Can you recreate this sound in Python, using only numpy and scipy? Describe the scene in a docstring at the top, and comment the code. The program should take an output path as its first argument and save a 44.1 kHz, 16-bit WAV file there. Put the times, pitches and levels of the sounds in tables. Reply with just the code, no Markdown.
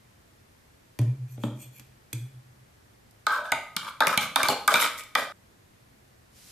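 """A fork sets a sauce-coated bar on a china plate, which thumps on the table, then slides out from under it.
Next it knocks, scrapes and squeaks inside an open tin that thuds on the plate, in a small live room.
Noise bursts strike the resonances of table, china and tin; stick-slip noise drives the slides and scrapes.
At 5.323 s action and echo are cut off; room tone goes on alone, joined late by a faint rub of coloured noise."""
import sys
import numpy as np
from scipy import signal
from scipy.fft import rfft, irfft, next_fast_len
from scipy.io import wavfile
from scipy.ndimage import map_coordinates

SR = 44100
rng = np.random.default_rng(int(sys.argv[2]) if len(sys.argv) > 2 else 0)


def transcribe(u):
    """Save the signal u as a 16-bit wav file named by the first command-line argument.

    u: samples, shape (n,) or (channels, n), limited to [-1, 1]; the rate is SR.
    q: integer samples, one column per channel.
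    """
    v = np.clip(np.atleast_2d(u).T, -1, 1)
    q = np.round(v * 32767).astype(np.int16)
    wavfile.write(sys.argv[1], SR, q)


N = 287091

# room tone colour: (frequency [Hz], relative density [dB per Hz])
AIR_COLOUR = [(12, -45.5), (20, -17), (59, -4.5), (122, -1), (157, -9), (219, -7), (245, -10.5), (372, -14),
              (614, -17.5), (667, -18), (1340, -21), (1870, -20.5), (2760, -25), (13900, -31.5),
              (15500, -52.5)]
# room tone stereo width: (frequency [Hz], side over mid [dB])
AIR_WIDTH = [(60, -19.5), (110, -12.5), (200, -6.5), (380, 1.5), (700, 2.5), (1290, 2), (2380, 0),
             (4400, -1), (8120, -2), (15000, -2.5)]
# stereo width of all other noise: (frequency [Hz], side over mid [dB])
SOURCE_WIDTH = [(120, -35.5), (300, -24.5), (700, -12), (1400, -12), (2400, -8.5), (4000, -3), (8000, -3),
                (13000, -5)]
# fork on the plate: (time [s], thump [dB], table knock [dB], china ping [dB], tick [dB])
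PLATE_TOUCHES = [(0.9896, -16, -36.5, -49.5, -47), (1.0151, -70, -40, -59, -60),
                 (1.377, -36, -48.5, -83, -82), (1.436, -30, -30, -65, -65),
                 (1.797, -85, -61.5, -58, -54.5), (2.1297, -28, -47, -38.5, -46)]
# table top under the plate: (resonance [Hz], width [Hz], level [dB])
TABLE_MODES = [(218, 27.5, 5), (305, 35, 5.5), (424, 98, -6.5), (590, 73, -8), (814, 220, -13),
               (1370, 1600, -23), (3540, 440, -22.5)]
# china: (resonance [Hz], width before damping [Hz], level [dB])
CHINA_MODES = [(2404, 56, 1), (3390, 57, -3), (4290, 47, -9), (6130, 85, -6), (6600, 94, -7.5),
               (7120, 98, -2.5), (7930, 77, -11), (8200, 76, -1), (10180, 47, -3.5), (10850, 61, -10),
               (11500, 77, -10), (12670, 97, -1)]
# plate rocking on the table, close modes that beat: (frequency [Hz], level [dB], t60 [s], polarity [sign])
ROCKING_MODES = [(116.3, 0, .43, 1), (121.9, -6, .95, -1), (130.1, -8.5, 1.15, -1)]
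# room decay: (frequency [Hz], t60 [s])
ROOM_DECAY = [(150, 0.46), (500, 0.48), (1200, 0.44), (3000, 0.49), (7000, 0.41), (14000, 0.54)]
# room colour: (frequency [Hz], level [dB])
ROOM_COLOUR = [(120, 0), (300, 0), (1200, -1), (3500, -1.5), (8000, -4), (14000, -11.5)]
# tines sliding on china: (start [s], hardest push [s], end [s], level [dB])
SLIDE_PULLS = [(1.281, 1.33, 1.36, -55.5), (1.393, 1.45, 1.52, -51), (1.551, 1.624, 1.70, -48.5),
               (1.719, 1.777, 1.815, -52.5)]
# light touches of the tines: (time [s], level [dB])
TINE_TICKS = [(3.11, -66), (4.08, -37), (4.128, -48), (4.136, -51), (4.21, -43.5), (5.036, -53.5),
              (5.193, -57), (6.365, -72)]
# fork against the tin: (time [s], relative strength [dB], hardness [dB per octave],
# three resonances under the fork [Hz, Hz, Hz])
TIN_KNOCKS = [(3.2668, -33, -1.3, 1260, 1440, 3800), (3.5195, -29.5, -0.16, 654, 1223, 2270),
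              (3.7648, -36.5, 3, 900, 1410, 2960), (4.005, -27.5, -2, 870, 1275, 3720),
              (4.0697, -30.5, 2, 574, 1150, 2620), (4.1758, -29.5, 2, 845, 2510, 3144),
              (4.359, -26, .6, 800, 1046, 3700), (4.4312, -31.5, 2.5, 636, 1130, 2370),
              (4.4853, -30, 1, 820, 400, 4270), (4.6775, -28.5, 2.5, 810, 1190, 1600),
              (4.7403, -27, 0.5, 481, 2350, 3600), (5.1519, -27, -1.8, 1228, 1900, 3160)]
# tin: (resonance before detuning [Hz], width [Hz], level [dB])
TIN_MODES = [(262, 60, -11), (448, 78, -11), (629, 128, -3), (884.4, 102, 2.5), (1094, 64, 1),
             (1222.4, 62, 5), (1532, 155, -1), (1986, 273, -3.5), (2328, 141, -2.5), (3110, 85, -8),
             (3605, 76, -12), (4300, 60, -16), (5000, 93, -28)]
# registers of the tin, hollow, lid, wall, rim, crack: (low [Hz], high [Hz], t60 of the contact's buzz [s])
TIN_REGISTERS = [(170, 900, .04), (900, 1800, .028), (1800, 2900, .024), (2900, 5000, .018),
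                 (5000, 14800, .013)]
# answer of each register to a plain knock: relative level [dB]
REGISTER_ANSWERS_DB = [-2, -0.25, 0.75, -1.3, 1]
# the fork's own ring: (frequency [Hz], level [dB], t60 [s])
FORK_MODES = [(1195, 0.5, .45), (1249, 2, 1.33), (2380, -7, .42), (3464, -16, .3)]
# fork strokes in the tin: (start [s], hardest push [s], end [s], strength [dB],
# hollow boom over strength [dB], bite over strength [dB])
TIN_STROKES = [(3.285, 3.34, 3.42, -29.5, -9.5, -17), (3.444, 3.463, 3.505, -38.5, -15, -18),
               (3.819, 3.848, 3.868, -38, -9, -17.5), (3.871, 3.883, 3.903, -34, -14, -16),
               (4.018, 4.024, 4.062, -20.5, -5.5, -25.5), (4.088, 4.084, 4.118, -23.5, -3, -17.5),
               (4.125, 4.138, 4.146, -24.5, -15.5, -19), (4.207, 4.23, 4.275, -30, -5, -10),
               (4.376, 4.409, 4.419, -23.5, -5.5, -22), (4.446, 4.446, 4.478, -24.5, -5, -14.5),
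               (4.495, 4.497, 4.53, -37, 13, 4), (4.697, 4.732, 4.735, -22, -2.5, -15),
               (4.754, 4.745, 4.785, -16.5, -10, -14.5), (4.796, 4.823, 4.84, -24.5, -7, -3),
               (4.845, 4.847, 4.875, -20, -10.5, -14.5), (4.979, 4.99, 5.012, -46.5, -7.5, 5),
               (5.173, 5.195, 5.26, -30.5, 0, -11)]
# creaks of the bending lid and squeaks of the tines, gliding:
# (start [s], loudest [s], end [s], start pitch [Hz], end pitch [Hz], level [dB])
CREAK_GLIDES = [(3.29, 3.421, 3.46, 424, 705, -41.5), (3.29, 3.353, 3.42, 1220, 910, -34.5),
                (3.285, 3.34, 3.39, 1587, 1495, -28.5), (3.29, 3.347, 3.44, 1304, 1373, -30),
                (3.455, 3.473, 3.512, 1474, 1666, -38), (4.489, 4.502, 4.515, 4280, 4224, -36.5),
                (4.49, 4.505, 4.525, 3140, 2703, -38)]
# low thuds of the tin touching the plate: (time [s], level [dB])
TIN_THUDS = [(3.518, -48.5), (3.764, -46), (4.071, -42.5), (4.175, -36.5), (4.432, -45), (4.487, -43),
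             (4.741, -50)]
# faint rub: (time [s], level [dB])
RUB_LEVEL = [(6.3, -76.5), (6.37, -56), (6.44, -54.5), (6.51, -50.5)]
# rub colour: (frequency [Hz], relative density [dB per Hz])
RUB_COLOUR = [(200, -7.5), (400, -8.5), (900, -13), (2200, -7), (5000, -2.5), (11000, -6.5), (15000, -11)]

AIR_DB = -58.5
CUT_S = 5.323
TOP_HZ = 14650
KNOCK_DB, FORK_DB = -7, -10.5  # added to the strength of each knock
SPOT_DB = 8  # register lift per resonance under the fork
PIVOT_HZ = 1526  # hardness tilts the registers about this
WALL_DB, WALL_BITE = 3.5, 0.59  # wall level over strength; share of the bite added to it
# growth before and decay after the hardest push
SLIDE_RISE_DB_PER_S, SLIDE_FALL_DB_PER_S = 220, 280
STROKE_RISE_DB_PER_S, STROKE_FALL_DB_PER_S = 109.5, 203
CREAK_RISE_DB_PER_S, CREAK_FALL_DB_PER_S = 132, 240


def amp(db):
    """Decibels to gain."""
    return 10 ** (np.asarray(db) / 20)


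def unit(x):
    """Scale to rms 1."""
    return x / np.sqrt(np.mean(x ** 2) + 1e-20)


def blow(x):
    """Scale to the energy of 30 ms at rms 1."""
    energy = np.sum(np.mean(np.atleast_2d(x) ** 2, axis=0))
    return x / np.sqrt(energy / (.03 * SR) + 1e-20)


def along(points, hz):
    """Interpolate (Hz, value) points on a log axis."""
    f, v = np.transpose(points)
    return np.interp(np.log(hz + 1), np.log(f + 1), v)


def level(rows):
    """Gain per sample from (s, dB) rows, -120 dB before them."""
    return amp(np.interp(np.arange(N) / SR, *np.transpose(rows), left=-120))


def add(track, time_s, x):
    """Mix x into the track at a time."""
    slot = track[..., round(time_s * SR):][..., :x.shape[-1]]
    slot += x[..., :slot.shape[-1]]


def filtered(x, response):
    """Apply a complex response of frequency."""
    m = next_fast_len(x.shape[-1] + SR // 4)
    return irfft(rfft(x, m) * response(np.fft.rfftfreq(m, 1 / SR)), m)[..., :x.shape[-1]]


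def body(x, modes):
    """Parallel resonances of alternating polarity."""
    def response(f):
        total = 0
        for k, (hz, width_hz, db) in enumerate(modes):
            damping = 1j * f * width_hz
            total = total + (-1) ** k * amp(db) * damping / (hz * hz - f * f + damping)
        return total
    return filtered(x, response)


def band(x, low_hz, high_hz):
    """Causal band-pass."""
    return signal.sosfilt(signal.butter(2, [low_hz, high_hz], "band", fs=SR, output="sos"), x)


def stereo(size, width):
    """White mid noise, with side noise set per frequency by the width table."""
    mid, side = rng.standard_normal((2, size))
    side = filtered(side, lambda hz: amp(along(width, hz)))
    return unit(np.array([mid + side, mid - side]))


def hiss(colour, width):
    """Stereo noise of rms 1 with the given colour."""
    return unit(filtered(stereo(N, width), lambda hz: amp(along(colour, hz))))


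def contact(t60_s, size=SR // 3):
    """Brief buzz of two hard things meeting: decaying noise."""
    return stereo(size, SOURCE_WIDTH) * amp(-60 * np.arange(size) / SR / t60_s)


def slips(size, rate_hz, scatter_db, t60_s, drag):
    """Stick and slip: bursts of uneven size at an uneven rate, over a steady drag."""
    chance = rng.standard_normal((size // 40, 2))
    at = np.cumsum(np.exp(.5 * chance[:, 0]) * SR / rate_hz).astype(int)
    kicks = np.bincount(at, amp(scatter_db * chance[:, 1]), size)[:size]
    grip = signal.lfilter([1], [1, -amp(-60 / SR / t60_s)], kicks)
    return stereo(size, SOURCE_WIDTH) * (unit(grip) + drag)


def stroke_time(start_s, end_s):
    """Time axis [s] of a stroke, with 10 ms to spare at each end."""
    return np.arange(start_s - .01, end_s + .01, 1 / SR)


def swell(t, start_s, peak_s, end_s, rise_db_per_s, fall_db_per_s, fade_s=.006):
    """Gain of one push: grows until the peak, eases off, stops as the contact lifts."""
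    touch = np.clip(np.minimum(t - start_s, end_s - t) / fade_s + 1, 0, 1)
    return touch * amp(-np.maximum(rise_db_per_s * (peak_s - t), fall_db_per_s * (t - peak_s)))


def wobble(size, rate_hz):
    """Smooth random curve, rate_hz knots a second."""
    knots = rng.standard_normal(int(size * rate_hz / SR) + 4)
    return map_coordinates(knots, [np.arange(size) * rate_hz / SR])


def travelling(force, modes, swing_db, rate_hz):
    """A moving contact crosses nodes and bellies, so each resonance swells and fades on its own."""
    out = 0
    for k, mode in enumerate(modes):
        gain = amp(swing_db * wobble(force.shape[-1], rate_hz))
        out = out + (-1) ** k * body(force, [mode]) * gain
    return out


def room_tone():
    """Steady coloured stereo noise."""
    return amp(AIR_DB) * hiss(AIR_COLOUR, AIR_WIDTH)


def china(damping):
    """China resonances broadened by damping."""
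    return [(hz, width_hz * damping, db) for hz, width_hz, db in CHINA_MODES]


def plate():
    """Each touch knocks the table, pings the laden china and ticks."""
    out = np.zeros((2, N))
    for s, _, knock_db, china_db, tick_db in PLATE_TOUCHES:
        add(out, s, amp(knock_db) * blow(body(contact(0.021), TABLE_MODES)))
        add(out, s, amp(china_db) * blow(body(contact(0.018), china(damping=1.7))))
        add(out, s, amp(tick_db) * blow(band(contact(0.004), 670, 18000)))
    return out


def rocking(rise_s=.006):
    """Each touch rocks the plate; close modes beat in a slow throb through the table, not the room."""
    out, t = np.zeros(N), np.arange(SR) / SR
    rock = np.zeros(SR)
    for hz, db, t60_s, polarity in ROCKING_MODES:
        rock += np.sign(polarity) * amp(db - 60 * t / t60_s) * np.sin(2 * np.pi * hz * t)
    thump = blow(rock * (1 - np.exp(-t / rise_s)))
    for s, thump_db, *_ in PLATE_TOUCHES:
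        add(out, s, amp(thump_db) * thump)
    return out


def room(x, build_s=0.0004):
    """Fast-building noise echo, t60 by frequency, with a fresh random tail for each stretch between touches."""
    out, source = np.zeros((2, N)), x.mean(axis=0)
    edges_s = [row[0] - .006 for row in list(PLATE_TOUCHES) + list(TIN_KNOCKS)] + [CUT_S]
    for start_s, end_s in zip(edges_s, edges_s[1:]):
        hz, t, z = signal.stft(stereo(SR // 2, SOURCE_WIDTH), SR, nperseg=256)
        t60_s = along(ROOM_DECAY, hz)[:, None]
        decay = amp(along(ROOM_COLOUR, hz)[:, None] - 60 * t / t60_s)
        decay = decay * np.sqrt(2 * np.log(1000) / t60_s / SR)  # equal energy for any t60
        tail = signal.istft(z * decay * (1 - np.exp(-t / build_s)), SR, nperseg=256)[1]
        part = source[None, round(start_s * SR):round(end_s * SR)]
        add(out, start_s, signal.fftconvolve(part, tail, axes=1))
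    return out


def slide():
    """Pressed tines damp the china, broadening its resonances, and slide in a few short pulls."""
    out = np.zeros((2, N))
    for start_s, peak_s, end_s, db in SLIDE_PULLS:
        t = stroke_time(start_s, end_s)
        force = slips(len(t), rate_hz=300, scatter_db=1.5, t60_s=.005, drag=.6)
        ring = travelling(force, china(damping=1.9), swing_db=4, rate_hz=15)
        push = swell(t, start_s, peak_s, end_s, SLIDE_RISE_DB_PER_S, SLIDE_FALL_DB_PER_S)
        add(out, t[0], amp(db) * push * unit(ring))
    return out


def ticks():
    """Light touches of the tines: bright noise bursts."""
    out = np.zeros((2, N))
    for s, db in TINE_TICKS:
        add(out, s, amp(db) * blow(band(contact(0.021, size=SR // 8), 3200, 16000)))
    return out


def detuned_tin(detune):
    """Tin resonances, each detuned at random on every call."""
    return [(hz * np.exp(detune * rng.standard_normal()), width_hz, db) for hz, width_hz, db in TIN_MODES]


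def tin(force, spots_hz):
    """The tin rings most at the resonances under the fork; many weak modes pass the force almost flat."""
    ring = body(force, detuned_tin(detune=0.0047)) + amp(-12) * band(force, 800, 14980)
    return ring + amp(7) * sum(body(ring, [(hz, 0.074 * hz, 0)]) for hz in spots_hz)


def fork_ring():
    """The fork's decaying sines."""
    t = np.arange(SR) / SR
    return blow(sum(amp(db - 60 * t / t60_s) * np.sin(2 * np.pi * hz * t) for hz, db, t60_s in FORK_MODES))


def knocks():
    """Hardness and where the fork lands decide how each register of the tin answers; the fork rings on."""
    out, fork = np.zeros((2, N)), fork_ring()
    for s, strength_db, hardness_db_per_octave, *spots_hz in TIN_KNOCKS:
        for answer_db, (low_hz, high_hz, t60_s) in zip(REGISTER_ANSWERS_DB, TIN_REGISTERS):
            under_hz = [hz for hz in spots_hz if low_hz < hz < high_hz]
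            octaves = np.log2(np.sqrt(low_hz * high_hz) / PIVOT_HZ)
            db = strength_db + KNOCK_DB + answer_db
            db += hardness_db_per_octave * octaves + SPOT_DB * len(under_hz)
            ring = tin(contact(t60_s, size=SR // 8), under_hz)
            add(out, s, amp(db) * blow(band(ring, low_hz, high_hz)))
        add(out, s, amp(strength_db + FORK_DB) * fork)
    return out


def scrapes():
    """Tines judder along the tin; more bite makes the wall answer more and adds fine grit."""
    out = np.zeros((2, N))
    for start_s, peak_s, end_s, db, boom_db, bite_db in TIN_STROKES:
        t = stroke_time(start_s, end_s)
        force = slips(len(t), rate_hz=150, scatter_db=-1.5, t60_s=0.0099, drag=0.15)
        judder = travelling(force, detuned_tin(detune=0.026), swing_db=2, rate_hz=59)
        judder = judder + amp(-17) * band(force, 640, 6000)
        high_modes = [(hz * np.exp(.02 * rng.standard_normal()), 450, 0) for hz in np.arange(5000, 15000, 800)]
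        fine_force = slips(len(t), rate_hz=700, scatter_db=2, t60_s=.008, drag=1)
        grit = travelling(fine_force, high_modes, swing_db=3, rate_hz=70)
        push = amp(db) * swell(t, start_s, peak_s, end_s, STROKE_RISE_DB_PER_S, STROKE_FALL_DB_PER_S)
        parts = [(judder, 170, 900, boom_db),
                 (judder, 900, 1800, 0),
                 (judder, 1900, 5000, WALL_DB + WALL_BITE * bite_db),
                 (grit, 5000, 14800, bite_db)]
        for x, low_hz, high_hz, part_db in parts:
            add(out, t[0], push * amp(part_db) * unit(band(x, low_hz, high_hz)))
    return out


def creak(width_hz=28):
    """Slips keep narrow, gliding resonances of lid and tines ringing: low-passed noise on a gliding carrier."""
    out = np.zeros(N)
    for start_s, peak_s, end_s, start_hz, end_hz, db in CREAK_GLIDES:
        t = stroke_time(start_s, end_s)
        noise = rng.standard_normal((2, len(t)))
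        real, imag = filtered(noise, lambda f: 1 / (1 + 1j * f / width_hz) ** 2)
        phase = 2 * np.pi * np.cumsum(np.interp(t, [start_s, end_s], [start_hz, end_hz])) / SR
        squeak = unit(real * np.cos(phase) + imag * np.sin(phase))
        push = swell(t, start_s, peak_s, end_s, CREAK_RISE_DB_PER_S, CREAK_FALL_DB_PER_S)
        add(out, t[0], amp(db) * push * squeak)
    return out


def thuds():
    """Low thuds of the tin touching the plate: low noise bursts."""
    out = np.zeros((2, N))
    for s, db in TIN_THUDS:
        add(out, s, amp(db) * blow(band(contact(.04), 105, 240)))
    return out


def rub():
    """Faint coloured noise under a slow level curve."""
    return level(RUB_LEVEL) * hiss(RUB_COLOUR, SOURCE_WIDTH)


def scene():
    """Plate and tin in the room until the cut, over room tone and rub."""
    near = plate() + slide() + ticks() + knocks() + scrapes() + creak() + thuds()
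    action = (near + room(near) + rocking()) * (np.arange(N) / SR < CUT_S)
    return room_tone() + action + rub()


def record(dry):
    """Steep low-pass at the band limit."""
    return filtered(dry, lambda hz: 1 / np.sqrt(1 + (hz / TOP_HZ) ** 120))


dry = scene()
out = record(dry)
transcribe(out)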